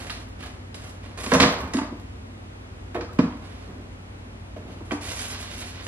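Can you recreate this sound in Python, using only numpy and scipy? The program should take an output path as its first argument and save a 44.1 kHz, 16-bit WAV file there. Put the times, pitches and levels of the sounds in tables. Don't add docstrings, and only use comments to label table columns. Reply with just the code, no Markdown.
import sys
import numpy as np
from scipy import signal
from scipy.fft import rfft, irfft
from scipy.io import wavfile

SR = 44100
rng = np.random.default_rng(int(sys.argv[2]) if len(sys.argv) > 2 else 0)


def digitize_waveform(pressure):
    field = np.atleast_2d(pressure).T
    bounded = np.clip(field, -1, 1)
    quanta = np.round(bounded * 32767).astype(np.int16)
    wavfile.write(sys.argv[1], SR, quanta)


N = 259175
HZ = np.fft.rfftfreq(N, 1 / SR)
TIME = np.arange(N) / SR
GRIP_S, RELEASE_S = 0.00067, 0.063

# pitch_hz, level_db
HUM_TONES = [(54.9, -48.5), (93.4, -44), (110, -55), (120, -58.5), (187, -79), (225, -56.5), (257, -56.5)]
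# frequency_hz, level_db
AIR_COLOUR = [(15, -42), (30, -3.5), (45, -10.5), (72, -3), (100, -11.5), (135, -14), (240, -13),
              (420, -20), (1080, -28.5), (2550, -35), (5100, -44.5), (11200, -52), (12400, -67),
              (15000, -95)]
# start_s, length_s, level_db, swell_db, treble_db
RUB_STROKES = [(0.0, 0.15, -46, -1, -10), (0.39, 0.052, -47.5, 4, -12.5), (0.745, 0.11, -52, 5, -8),
               (0.893, 0.019, -68.5, -24, 5), (1.03, 0.15, -55.5, -3, -17), (1.172, 0.14, -41.5, 13, -6.5),
               (3.42, 0.24, -55, -5.5, -14.5), (4.68, 0.046, -55, 1, -14), (4.85, 0.045, -58.5, -5, -7)]
# frequency_hz, level_db
RUBBING_COLOUR = [(40, -49), (150, 12.5), (300, 9.5), (580, 9.5), (1300, 6.5), (2200, 3.5), (4200, -3),
                  (5500, -7), (8000, -10.5), (10800, -10.5), (12200, -29), (15000, -49)]
# start_s, clack_db, bright_db_per_octave, edge_hz, boom_db, boom_centre_hz, ring_share
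KNOCK_EVENTS = [(0.098, -40, 10.5, 5700, -39, 1550, 0.41), (0.103, -40, 12, 5700, -44, 1300, 0.5),
                (0.428, -48.5, 10.5, 3800, -45.5, 1630, 0.71), (0.744, -46, 8.5, 12000, -55, 320, 0.89),
                (1.175, -50, 4, 12000, -60, 2030, 0.89), (1.263, -36.5, 4, 11000, -34, 247, 1),
                (1.319, -22, 2.5, 5400, -22.5, 517, 0.48), (1.337, -30, 11.5, 9000, -29, 114, 0.68),
                (1.342, -21, 0.5, 11000, -35, 564, .8), (1.351, -26, 3, 5000, -25, 168, 0.96),
                (1.400, -20.5, 4, 12000, -27, 198, 0.76), (1.404, -22.5, 8, 6500, -23.5, 470, 1),
                (1.414, -23, 3, 12000, -24.5, 116, 0.45), (1.420, -26, 5, 7060, -31.5, 66, 0.85),
                (1.427, -21, 5, 8000, -31.5, 540, 1), (1.433, -20.5, 1, 7000, -30, 1680, 0.79),
                (1.448, -31, -2, 2800, -24, 190, 0.7), (1.492, -35, 7.5, 2700, -37, 224, 0.92),
                (1.535, -38, 2.5, 2600, -47, 2000, 0.88), (1.617, -53, -7, 1500, -33.5, 105.4, 0.45),
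                (1.736, -36.5, 8, 11000, -40.5, 720, 0.19), (1.742, -34, 0.5, 3000, -23, 265, 0.62),
                (1.769, -37, 5.5, 10000, -32, 292, 0.64), (1.786, -34, 1.5, 9000, -35, 950, 0.65),
                (1.814, -35, 0.5, 2600, -30, 263, 0.93), (1.833, -51, 9, 2600, -41.5, 650, 1),
                (1.922, -74, 2, 6000, -34, 293, 0.67), (2.946, -40.5, 2.5, 12000, -33.5, 336, 0.9),
                (2.950, -34, -5, 12000, -30.5, 730, 0.18), (2.963, -38.5, 2, 4000, -31, 382, 1),
                (3.009, -40.5, 4, 7460, -34.5, 326, 0.72), (3.089, -53, 3, 1900, -46, 1270, 0.37),
                (3.188, -32.5, 2.5, 9000, -27, 400, 0.74), (3.1885, -29.5, 0, 4500, -11.5, 209, 0.42),
                (3.203, -43, 1, 6000, -21.5, 192, 0.54), (3.237, -46, 4, 3000, -21.5, 189, 0.45),
                (3.322, -47, 1, 4000, -36.5, 255, 0.59), (4.562, -54.5, 4, 4000, -40.5, 620, 0.63),
                (4.803, -51, -6, 3000, -40, 337, 0.46), (4.909, -35.5, 5, 3700, -44, 3140, 0.27),
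                (4.913, -33, -10, 3600, -43, 433, 0.43), (4.918, -38, 5, 12000, -27.5, 312, 0.47),
                (4.931, -50, 3, 3000, -30.5, 315, 0.54), (5.428, -44, 6, 9000, -52, 130, .7),
                (5.866, -39.5, 4, 11000, -37.5, 253, 1)]
# frequency_hz, level_db
CLACK_COLOUR = [(25, -50), (55, -24), (110, 9.5), (300, 11.5), (550, 5.5), (780, 5.5), (1050, 8.5),
                (1500, 2), (2100, -0.5), (3000, -7.5), (4200, -13.5), (6000, -21.5), (8000, -29.5),
                (10500, -29), (12500, -50), (14500, -88)]
# frequency_hz, fade_s
CLACK_FADE = [(300, 0.036), (1000, 0.074), (3000, 0.058), (10000, 0.094)]
# pitch_hz, level_db, fade_s
WALL_TONES = [(65.6, 5.5, 0.23), (78, 6.5, 0.42), (111, -7.5, 0.31), (153, -12, 0.14), (168, -3.5, 0.24),
              (213.8, -6.5, 0.15), (238, 5, 0.16), (255, 0.5, 0.11), (287.6, 0, 0.22), (338, 1.5, 0.13),
              (363, -1, 0.1), (456, 1, 0.15), (484.7, 5, 0.18), (576.4, 5, 0.03), (606, 17, 0.07),
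              (633.4, 15, 0.13), (687, 11, 0.19), (885, 14, 0.16), (980, 7, 0.11), (980, 8, 0.062),
              (1100, -2, 0.068), (1253, 11.5, 0.15), (1670, 4.5, 0.11), (1740, -16, 0.2), (2390, 9, 0.12),
              (3140, 3, 0.078), (3740, -5, 0.054), (4690, -3, 0.054)]
# start_s, length_s, level_db, centre_hz, width_octaves
JUDDER_EVENTS = [(1.324, 0.04, -20.5, 350, 0.72), (1.403, 0.05, -23.5, 180, 1.15),
                 (1.621, 0.035, -34, 225, 0.22), (1.741, 0.037, -26.5, 260, 0.17)]
# pitch_hz, level_db, fade_s
PILE_TONES = [(146.4, -4.5, 0.3), (208, -5.5, 0.2), (261, 1.5, 0.12), (479, -11, 0.19), (586, -0.5, 0.19),
              (693, -5.5, 0.14), (1050, 3, 0.25)]
# start_s, length_s, level_db, swell_db, treble_db
PULL_STROKES = [(1.49, 0.19, -37, -4.5, -26)]
# start_s, length_s, level_db, swell_db
PALM_STROKES = [(3.664, 0.12, -43, -2), (4.568, 0.024, -39.5, -10), (4.645, 0.037, -45.5, 9)]
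# frequency_hz, level_db
SKIN_COLOUR = [(60, -13), (240, 4.5), (720, -14), (1150, -20), (9000, -51)]
# time_s, level_db, treble_db
SLIDE_CURVE = [(5.008, -45, -7), (5.04, -44.5, -6), (5.066, -46, -7), (5.096, -38, -10), (5.165, -42.5, -6),
               (5.21, -40.5, -5), (5.275, -43, -7.5), (5.312, -40.5, -5.5), (5.37, -44.5, -19),
               (5.412, -43, -4), (5.45, -48.5, -16), (5.53, -45.5, -11.5), (5.612, -43.5, -3.5),
               (5.634, -45, -21), (5.666, -44.5, -8), (5.716, -50.5, -10), (5.796, -47.5, -24),
               (5.85, -49.5, -5.5)]
# frequency_hz, level_db
COUNTER_COLOUR = [(150, -18), (250, 1.5), (289, -8), (394, -6.5), (434, -9), (536, -7.5), (1030, -9.5),
                  (1370, -9), (2460, -8.5), (7060, -17), (8580, -20.5), (10400, -17), (12100, -29.5),
                  (15700, -70), (22000, -120)]
# frequency_hz, fade_s
ROOM_FADE = [(150, 0.19), (500, 0.69), (2000, 0.44), (5000, 0.46), (11000, 0.24)]
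# frequency_hz, side_gain_db
NEAR_SIDE = [(100, -30), (250, -20), (550, -11), (1000, -4), (2700, 2), (6000, 7), (10000, 13.5),
             (13000, 18.5)]
# frequency_hz, side_gain_db
FAR_SIDE = [(80, -23.5), (170, -10), (260, -7.5), (500, 0), (1000, 3.5), (3000, 5.5), (11000, 5.5)]


def amp(db):
    return 10 ** (np.asarray(db) / 20)


def evened(x, first=None):
    return x / np.sqrt(np.mean(x[:first] ** 2) + 1e-20)


def look_up(table, hz):
    row_hz, value = np.transpose(table)
    return np.interp(np.log(hz + 1), np.log(row_hz + 1), value)


def coloured(x, colour):
    hz = np.fft.rfftfreq(len(x), 1 / SR)
    return irfft(rfft(x) * amp(look_up(colour, hz)), len(x))


def faded(x, fade_table):
    hz, t, bands = signal.stft(x, SR, nperseg=128)
    fade = amp(-60 * t / look_up(fade_table, hz)[:, None])
    return signal.istft(bands * fade, SR, nperseg=128)[1][:len(x)]


def add(mix, start_s, sound):
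    part = mix[max(round(start_s * SR), 0):][:len(sound)]
    part += sound[:len(part)]


def drift(rate_hz):
    return evened(irfft(rfft(rng.standard_normal(N)) * np.exp(-(HZ / rate_hz) ** 2), N))


def appliance(waver_db=0.56, wander_radians=0.045, air_db=-43):
    hum = np.zeros(N)
    for hz, db in HUM_TONES:
        gain = np.sqrt(2) * amp(db + waver_db * drift(4.1))
        hum += gain * np.sin(2 * np.pi * (hz * TIME + rng.random()) + wander_radians * drift(1))
    mid, side = (amp(air_db) * evened(coloured(rng.standard_normal(N), AIR_COLOUR)) for _ in range(2))
    return np.array([mid + hum, coloured(side, FAR_SIDE)])


def stroke(start_s, length_s, level_db, swell_db):
    t = np.maximum(TIME - start_s, 0)
    pressure = amp(level_db + swell_db * (np.minimum(t / length_s, 1) - .5))
    return pressure * np.minimum(t / GRIP_S, 1) * np.exp(-np.maximum(t - length_s, 0) / RELEASE_S)


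def strokes(rows):
    body, treble = np.zeros((2, N))
    for *shape, treble_db in rows:
        gain = stroke(*shape)
        body += gain
        treble += gain * amp(treble_db)
    return body, treble


def friction(gains, colour, slips_per_s, grain_db, hiss, jerk_db, treble_db, split_hz=5500):
    body_gain, treble_gain = gains
    slips = (rng.random(N) < slips_per_s / SR) * rng.choice([-1, 1], N)
    sizes = amp(grain_db * np.minimum(rng.exponential(1, N), 4))
    scrape = coloured(evened(slips * sizes) + hiss * rng.standard_normal(N), colour)
    treble = irfft(rfft(scrape) / (1 + (split_hz / (HZ + 1)) ** 8), N)
    sound = body_gain * evened(scrape - treble) + amp(treble_db) * treble_gain * evened(treble)
    return amp(jerk_db * drift(41)) * sound


def rubbing():
    return friction(strokes(RUB_STROKES), RUBBING_COLOUR, slips_per_s=1100,
                    grain_db=2.0, hiss=0.87, jerk_db=2.5, treble_db=-4.0)


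def clack(t, bright_db_per_octave, edge_hz, crack_s=0.00041, contact_s=0.00069):
    onset = 1 - np.exp(-t / (contact_s * amp(-2 * bright_db_per_octave)))
    crack = 1 + 2.2 * np.exp(-t / crack_s)
    ring = faded(rng.standard_normal(len(t)), CLACK_FADE) * crack * onset
    hz = np.geomspace(20, SR / 2, 200)
    tilt_db = bright_db_per_octave * np.log2(np.maximum(hz / 1500, .5))
    soft_db = -14 / (1 + (edge_hz / hz) ** 10)
    colour = np.column_stack([hz, look_up(CLACK_COLOUR, hz) + tilt_db + soft_db])
    return evened(coloured(ring, colour), first=SR // 50)


def boom(centre_hz, ring_share, width_octaves=0.35, rise_s=0.0043, detune=0.003):
    t = np.arange(2 ** 14) / SR
    hz, db, fade_s = np.transpose(WALL_TONES)[:, :, None]
    share = (1 + (np.log2(hz / centre_hz) / width_octaves) ** 2) ** -1.6
    bend, phase = rng.standard_normal((2, len(WALL_TONES), 1))
    hz = hz * (1 + detune * bend)
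    gain = share * amp(db - 60 * t / (ring_share * fade_s))
    tones = gain * np.sin(2 * np.pi * hz * t + 0.95 * phase)
    return evened(tones.sum(0) * (1 - np.exp(-t / rise_s)), first=SR // 50)


def knocks(flex_delay_s=0.002045):
    t = np.arange(2 ** 13) / SR
    clacks, booms = np.zeros((3, N)), np.zeros(N)
    for k, (start_s, clack_db, bright, edge_hz, boom_db, centre_hz, share) in enumerate(KNOCK_EVENTS):
        add(clacks[k % 3], start_s, amp(clack_db) * clack(t, bright, edge_hz))
        add(booms, start_s + flex_delay_s, amp(boom_db) * boom(centre_hz, share))
    return clacks, booms


def judder(wander=0.023, chatter_db=2.0, chatter_hz=70, rise_s=0.0029):
    t, out = np.arange(SR // 2) / SR, np.zeros(N)
    hz, db, fade_s = np.transpose(PILE_TONES)[:, :, None]
    bend = drift(24)
    for start_s, length_s, level_db, centre_hz, width_octaves in JUDDER_EVENTS:
        share = 1 / (1 + (np.log2(hz / centre_hz) / width_octaves) ** 2)
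        pitch_ratio = 1 + wander * bend[round(start_s * SR):][:len(t)]
        cycles = hz * np.cumsum(pitch_ratio) / SR + rng.random((len(PILE_TONES), 1))
        gain = share * amp(level_db + db - 60 * np.maximum(t - length_s, 0) / fade_s)
        tones = np.sqrt(2) * gain * np.sin(2 * np.pi * cycles)
        add(out, start_s, tones.sum(0) * (1 - np.exp(-t / rise_s)))
    return out * amp(chatter_db * drift(chatter_hz))


def pulling():
    return friction(strokes(PULL_STROKES), CLACK_COLOUR, slips_per_s=480,
                    grain_db=3.5, hiss=0.58, jerk_db=1.0, treble_db=-3.5)


def through_walls(scrape):
    walls = boom(centre_hz=1700, ring_share=1.9, width_octaves=1.0)
    ringing = signal.oaconvolve(scrape, walls)[:N]
    return amp(11.5) * scrape + amp(1) * np.std(scrape) * evened(ringing)


def palms(jerk_db=2.5):
    skin = evened(coloured(rng.standard_normal(N), SKIN_COLOUR))
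    return sum(stroke(*row) for row in PALM_STROKES) * amp(jerk_db * drift(30)) * skin


def sliding():
    time_s, level_db, treble_db = np.transpose(SLIDE_CURVE)
    push = amp(np.interp(TIME, time_s, level_db)) * np.clip((TIME - time_s[0]) / GRIP_S, 0, 1)
    treble_gain = push * amp(np.interp(TIME, time_s, treble_db))
    scrape = friction((push, treble_gain), COUNTER_COLOUR, slips_per_s=1300,
                      grain_db=2.5, hiss=0.8, jerk_db=1.4, treble_db=-0.4)
    return scrape + amp(-7) * treble_gain * grit()


def grit(ticks_per_s=90, size_db=4.0, low_hz=3000, high_hz=10500, ring_s=0.00032, pitches=16):
    t, out = np.arange(256) / SR, np.zeros(N)
    ticks = (rng.random(N) < ticks_per_s / SR) * amp(size_db * np.minimum(rng.exponential(1, N), 2))
    chosen_pitch = rng.integers(0, pitches, N)
    for k, hz in enumerate(np.geomspace(low_hz, high_hz, pitches)):
        ping = t / ring_s * np.exp(-t / ring_s) * np.sin(2 * np.pi * hz * t)
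        out += signal.oaconvolve(ticks * (chosen_pitch == k), ping)[:N]
    return evened(out)


def travelling(x, tracks_per_s=7):
    place = (tracks_per_s * TIME + np.arange(3)[:, None]) % 3
    return x * np.sin(np.pi / 2 * np.minimum(place, 2))


def echoes(x, early_db, tail_db, early_s=0.0016, build_s=0.0041):
    t = np.arange(SR // 2) / SR
    bounces = rng.choice([-1., 1.], (2, len(t))) * (rng.random((2, len(t))) < 1 / 8)
    early = bounces[0] * np.exp(-t / early_s) * (t > .001)
    tail = faded(bounces[1], ROOM_FADE) * (1 - np.exp(-t / build_s))
    room = amp(early_db) * early / np.linalg.norm(early) + amp(tail_db) * tail / np.linalg.norm(tail)
    return signal.oaconvolve(x, room)[:N]


def kitchen(x, early_db, tail_db, lean, spread, lean_radians=0.96, lean_hz=8500):
    mid = x + echoes(x, early_db, tail_db)
    direct_side = irfft(rfft(x) * -lean * np.exp(1j * lean_radians - (HZ / lean_hz) ** 2), N)
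    side = direct_side + spread * echoes(x, early_db, tail_db)
    return np.array([mid, coloured(side, NEAR_SIDE)])


def scene():
    clacks, booms = knocks()
    rubs, pull, slide = rubbing(), pulling(), sliding()
    scrapes = amp(-0.5) * rubs + amp(-15.0) * through_walls(pull) + amp(-2.0) * slide
    tracks = clacks + travelling(scrapes)
    plastic = sum(kitchen(track, early_db=-9.5, tail_db=-4.5, lean=1.0, spread=1.13) for track in tracks)
    hollow = kitchen(booms + judder() + palms(), early_db=-33.0, tail_db=-10.0, lean=0.67, spread=0.93)
    mid, side = plastic + hollow + appliance()
    return np.array([mid + side, mid - side])


def record(dry, low_cut_hz=43, high_cut_hz=14500):
    no_rumble = signal.sosfilt(signal.butter(4, low_cut_hz, "high", fs=SR, output="sos"), dry)
    treble_cut = signal.firwin(255, high_cut_hz, window=("kaiser", 9), fs=SR)
    return signal.oaconvolve(np.clip(no_rumble, -.95, .95), treble_cut[None], "same")


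dry = scene()
out = record(dry)
digitize_waveform(out)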